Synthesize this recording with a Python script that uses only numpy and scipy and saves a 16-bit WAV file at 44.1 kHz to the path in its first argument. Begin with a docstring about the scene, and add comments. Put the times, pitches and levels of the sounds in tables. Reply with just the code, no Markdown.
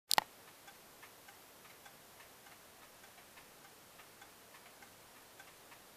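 """Three ticking wall clocks

Three pendulum clocks tick out of step in a quiet room, one nearby and two farther off. On each beat
a gear tooth drops onto a catch, which rattles and rings the case. As the microphone opens, fingers
snap and knock against the camera body. Under it all lie room air, hiss and a thin electronic whine."""
import sys
import numpy as np
from scipy import signal
from scipy.fft import rfft, irfft
from scipy.io import wavfile

SR = 44100
rng = np.random.default_rng(int(sys.argv[2]) if len(sys.argv) > 2 else 0)


def master_out(mix):
    """Clip the mix to full scale and print it as 16-bit PCM to the path in sys.argv[1]."""
    frames = np.transpose(np.atleast_2d(mix))
    ceiling = np.clip(frames, -1, 1)
    pcm = np.round(ceiling * 32767).astype(np.int16)
    wavfile.write(sys.argv[1], SR, pcm)


N = 262836
TIME = np.arange(N) / SR
AGE = np.arange(SR // 3) / SR  # seconds since a blow


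def gain_of(db):
    """Turns decibels (dB) into a factor to multiply a sound by."""
    return 10 ** (np.asarray(db) / 20)


def add(mix, start, sound):
    """Mixes a sound in at a start time in seconds."""
    part = mix[round(start * SR):][:len(sound)]
    part += sound[:len(part)]


def noise(spectrum, size):
    """Noise of average power 1, shaped by rows of frequency in Hz and level in dB."""
    hz, db = np.transpose(spectrum)
    shape_db = np.interp(np.log(np.fft.rfftfreq(size, 1 / SR) + 1), np.log(hz), db)
    shaped = irfft(rfft(rng.standard_normal(size)) * gain_of(shape_db), size)
    return shaped / np.sqrt(np.mean(shaped ** 2) + 1e-20)


def swell(rise):
    """A soft start: echoes inside a case pile up for `rise` seconds."""
    return np.sin(np.pi / 2 * np.minimum(AGE / rise, 1)) ** 2


def struck(modes, stretch=1):
    """One blow rings several tones. Each drops 60 dB in its fade time, multiplied by `stretch`."""
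    hz, db, fade = np.transpose(modes)[:, :, None]
    return (gain_of(db - 60 * AGE / (fade * stretch)) * np.sin(2 * np.pi * hz * AGE)).sum(0)


# Room air and hiss. Each row: frequency in Hz, relative level in dB.
AIR_SPECTRUM = [(12, -23), (20, -2.5), (27, -16.5), (124, -6.5), (319, -6.5), (457, -4.5), (638, -5.5),
                (693, -5), (796, -6.5), (889, -6.5), (1830, -10.5), (2100, -12), (7510, -17),
                (12000, -16.5), (15000, -19.5)]
# The whine's drifting loudness. Each row: time in seconds, change in dB.
WHINE_DRIFT = [(.1, -2), (1.3, 1.5), (2.4, -1), (3.0, -9), (5.9, -7)]

def background():
    """Steady room air and microphone hiss, with a wavering whine from the camera's electronics."""
    whine_hz, waver_hz = 12288, 30
    waver = 0.9 * np.sin(2 * np.pi * (waver_hz * TIME + rng.random()))
    whine = np.sqrt(2) * np.sin(2 * np.pi * whine_hz * TIME + waver)
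    whine_db = -74 + np.interp(TIME, *np.transpose(WHINE_DRIFT))
    return gain_of(-59) * noise(AIR_SPECTRUM, N) + gain_of(whine_db) * whine


# Finger snaps on the camera. Each row: start in seconds, relative level in dB, fade time multiplier.
SNAP_HITS = [(.1143, -12, .85), (0.1358, -12, 1.07), (0.173, -38, 1.3)]
# The shell's tones. Each row: pitch in Hz, relative level in dB, base fade time in seconds.
SHELL_TONES = [(4300, -7, .0035), (4800, 2.5, 0.0023), (7560, -6.5, 0.0038), (9200, -7.5, 0.0026),
               (10800, -10, 0.0022), (12800, -6, .0022)]

def shell_snaps():
    """Fingers make the camera's thin shell snap with a bright ring and a buzz."""
    out = np.zeros(N)
    bass_cut = signal.butter(4, 3450, "highpass", fs=SR)  # small parts give off little bass
    buzz_spectrum = [(800, -19.5), (2800, -11), (4200, -1), (6500, -7), (9000, -4), (15000, -6)]
    for start, db, stretch in SNAP_HITS:
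        ring = signal.lfilter(*bass_cut, struck(SHELL_TONES, stretch))
        buzz = gain_of(-15.5 - 60 * AGE / (0.012 * stretch)) * noise(buzz_spectrum, len(AGE))
        add(out, start, gain_of(db) * (ring + buzz))
    return out


# The camera body's tones. Each row: pitch in Hz, relative level in dB, fade time in seconds.
BODY_TONES = [(330, -19, .014), (868, -0.5, 0.018), (1043, -18.5, 0.039), (1310, -12.5, 0.0077),
              (1876, -7.5, .017), (2540, -23, .014), (4300, -20, .006)]
# The knock's brief crack. Each row: frequency in Hz, relative level in dB.
CRACK_SPECTRUM = [(100, -16), (600, -5), (2500, -4), (4500, -2), (6000, -15), (9000, -18), (13000, -15),
                  (15000, -20)]

def body_knock():
    """One dull knock on the camera body echoes in the room and rebounds softly."""
    out = np.zeros(N)
    ring = struck(BODY_TONES) * swell(rise=0.00029)
    crack = gain_of(-11.5 - 60 * AGE / 0.012) * noise(CRACK_SPECTRUM, len(AGE))
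    knock = signal.lfilter(*signal.butter(1, 560, "highpass", fs=SR), ring + crack)
    echo = noise([(100, 5), (900, -2), (2500, -10), (6000, -22), (15000, -35)], len(AGE))
    echo *= gain_of(-39 - 60 * AGE / 0.18)
    rebound = gain_of(-18) * signal.lfilter(*signal.butter(1, 1000, "lowpass", fs=SR), knock)
    add(out, start=0.1819, sound=knock + echo)
    add(out, start=0.2188, sound=rebound)
    return gain_of(-9) * out


def beats(pendulum):
    """Each full swing gives a tick and, a little past halfway, a tock."""
    first, period, tock_after, tick_db, tock_db = pendulum
    rows = []
    for tick in first + period * np.arange(-1, N / SR / period):
        rows += [(tick, tick_db, False), (tick + tock_after, tock_db, True)]
    return [(start, db, is_tock) for start, db, is_tock in rows if 0 <= start < N / SR]


def clatter(spectrum, rise, hold, fade, room_db, room_fade=0.53):
    """A tooth hits a catch: the case rattles, then the room echoes faintly. 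Times are in seconds."""
    direct = gain_of(-60 * np.maximum(AGE - hold, 0) / fade)
    room = gain_of(room_db - 60 * AGE / room_fade)
    return noise(spectrum, len(AGE)) * swell(rise) * np.hypot(direct, room)


def clock(pendulum, tones, spectrum, ring_db, rattle_db, rise, hold, fade, room_db):
    """Two catches take turns ringing the same case, a little differently on each beat."""
    out = np.zeros(N)
    hz, tick_db, tock_db, tone_fade = np.transpose(tones)[:, :, None]
    for start, db, is_tock in beats(pendulum):
        tone_db = (tock_db if is_tock else tick_db) + rng.standard_normal(hz.shape)
        levels = gain_of(tone_db - 60 * (AGE - rise / 2) / tone_fade)
        waves = np.sin(2 * np.pi * (hz * AGE + rng.random(hz.shape)))
        ring = gain_of(ring_db) * (levels * waves).sum(0) * swell(rise)
        rattle = gain_of(rattle_db) * clatter(spectrum, rise, hold, fade, room_db)
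        add(out, start, gain_of(db) * (ring + rattle))
    return out


# The far pendulums. Each holds: first tick, full swing and tick-to-tock gap in seconds,
# then relative tick and tock levels in dB.
QUICK_SWING = (1.021, 1.172, .619, -52.5, -56.5)
SLOW_SWING = (.214, 1.480, .816, -55.5, -55)
# Their cases' tones. Each row: pitch in Hz, relative tick and tock levels in dB, fade time in seconds.
QUICK_TONES = [(943, -1, -5, .11), (1063, -3, -6, 0.13), (1260, -18, 2, 0.12), (1740, 0, -0.5, .11),
               (1783, -3, -3, 0.12), (1916, -9, -1, .09), (2130, -4, -14, 0.094), (2350, -14, -11, .08),
               (2594, -2.5, -8, .1), (3740, -9, -8, .09), (9200, -12, -18, .08)]
SLOW_TONES = [(710, 0, -4.5, 0.19), (1165, -10, -7, 0.11), (1293, -12, -3.5, 0.11), (1820, -10, -3, .1),
              (2050, -14, -6, 0.088), (2160, -2, -6, .1), (2310, -1, -21, .1), (2760, -9, -5, .08),
              (3260, -15, -9, .07), (3250, -7, -9, .08), (3980, -4.5, -16, 0.11)]
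# Their rattle. Each row: frequency in Hz, relative level in dB.
FAR_RATTLE = [(300, -19), (650, -4), (1200, 1), (1500, -5), (1800, 0), (2300, 0.5), (3300, -8),
              (4500, -13.5), (7000, -15), (14000, -17)]

def far_clocks():
    """Two far clocks arrive dull and smeared by echoes. The longer pendulum swings more slowly."""
    shared = dict(spectrum=FAR_RATTLE, ring_db=-3.5, rattle_db=-5, room_db=-5.5)
    quick = clock(QUICK_SWING, QUICK_TONES, rise=0.012, hold=0.022, fade=0.15, **shared)
    slow = clock(SLOW_SWING, SLOW_TONES, rise=0.0065, hold=0.016, fade=0.16, **shared)
    return quick + slow


# The near pendulum: first tick, full swing and tick-to-tock gap in seconds,
# then relative tick and tock levels in dB.
NEAR_SWING = (.673, 1.1798, .607, -49.5, -51.5)
# Its case and gears. Each row: pitch in Hz, relative tick and tock levels in dB, fade time in seconds.
NEAR_TONES = [(801, -2.5, -1.5, 0.15), (1202, -12, -7, 0.11), (1519, -2, -2.5, 0.071),
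              (1557, 1, -1.5, 0.083), (2115, -7, -4, 0.073), (2330, -8, -16, 0.051), (2940, -18, -7.5, .07),
              (3430, -6, -15, 0.095), (5330, -12, -7.5, 0.038), (6700, -7, -16, 0.032)]
# Its rattle. Each row: frequency in Hz, relative level in dB.
NEAR_RATTLE = [(300, -11), (700, -3), (1250, 1), (1800, -0.5), (2200, 0), (3000, -7.5), (4200, -10),
               (6800, -10), (9000, -15), (15000, -20)]
# It is fainter while the camera points above its dial. Each row: time in seconds, change in dB.
NEAR_DIP = [(1.8, 0), (3.1, -3.3), (5.4, -.5)]

def near_clock():
    """Close by, bright steel clicks just before the wood answers; then the gear kicks back."""
    out = clock(NEAR_SWING, NEAR_TONES, NEAR_RATTLE, ring_db=-0.5, rattle_db=-6,
                rise=0.0095, hold=0.01, fade=0.082, room_db=-7.5)
    for start, db, is_tock in beats(NEAR_SWING):
        steel = noise([(2500, -24), (5200, -4), (7000, 6), (9000, -5), (15000, -13)], len(AGE))
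        add(out, start, gain_of(db - 8 - 60 * AGE / 0.04) * steel * swell(rise=0.002))
        kick = clatter(NEAR_RATTLE, rise=0.0062, hold=0.0059, fade=0.1, room_db=-10, room_fade=0.3)
        kick_delay = 0.051 if is_tock else 0.075
        add(out, start + kick_delay, gain_of(db - 14) * kick)
    return out * gain_of(np.interp(TIME, *np.transpose(NEAR_DIP)))


def scene():
    """One microphone feeds the same sound to left and right."""
    mono = near_clock() + far_clocks() + shell_snaps() + body_knock() + background()
    return np.array([mono, mono])


# The microphone opening. Each row: time in seconds, gain in dB.
MIC_FADE_IN = [(0, -60), (0.071, -46), (.08, -13), (.091, -12), (0.095, -0.5)]

def record(dry):
    """The microphone opens quickly, and the highest treble is cut away."""
    opened = dry * gain_of(np.interp(TIME, *np.transpose(MIC_FADE_IN)))
    treble_cut = signal.firwin(511, cutoff=15150, window=("kaiser", 9), fs=SR)
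    return signal.oaconvolve(opened, treble_cut[None], "same")


dry = scene()
out = record(dry)
master_out(out)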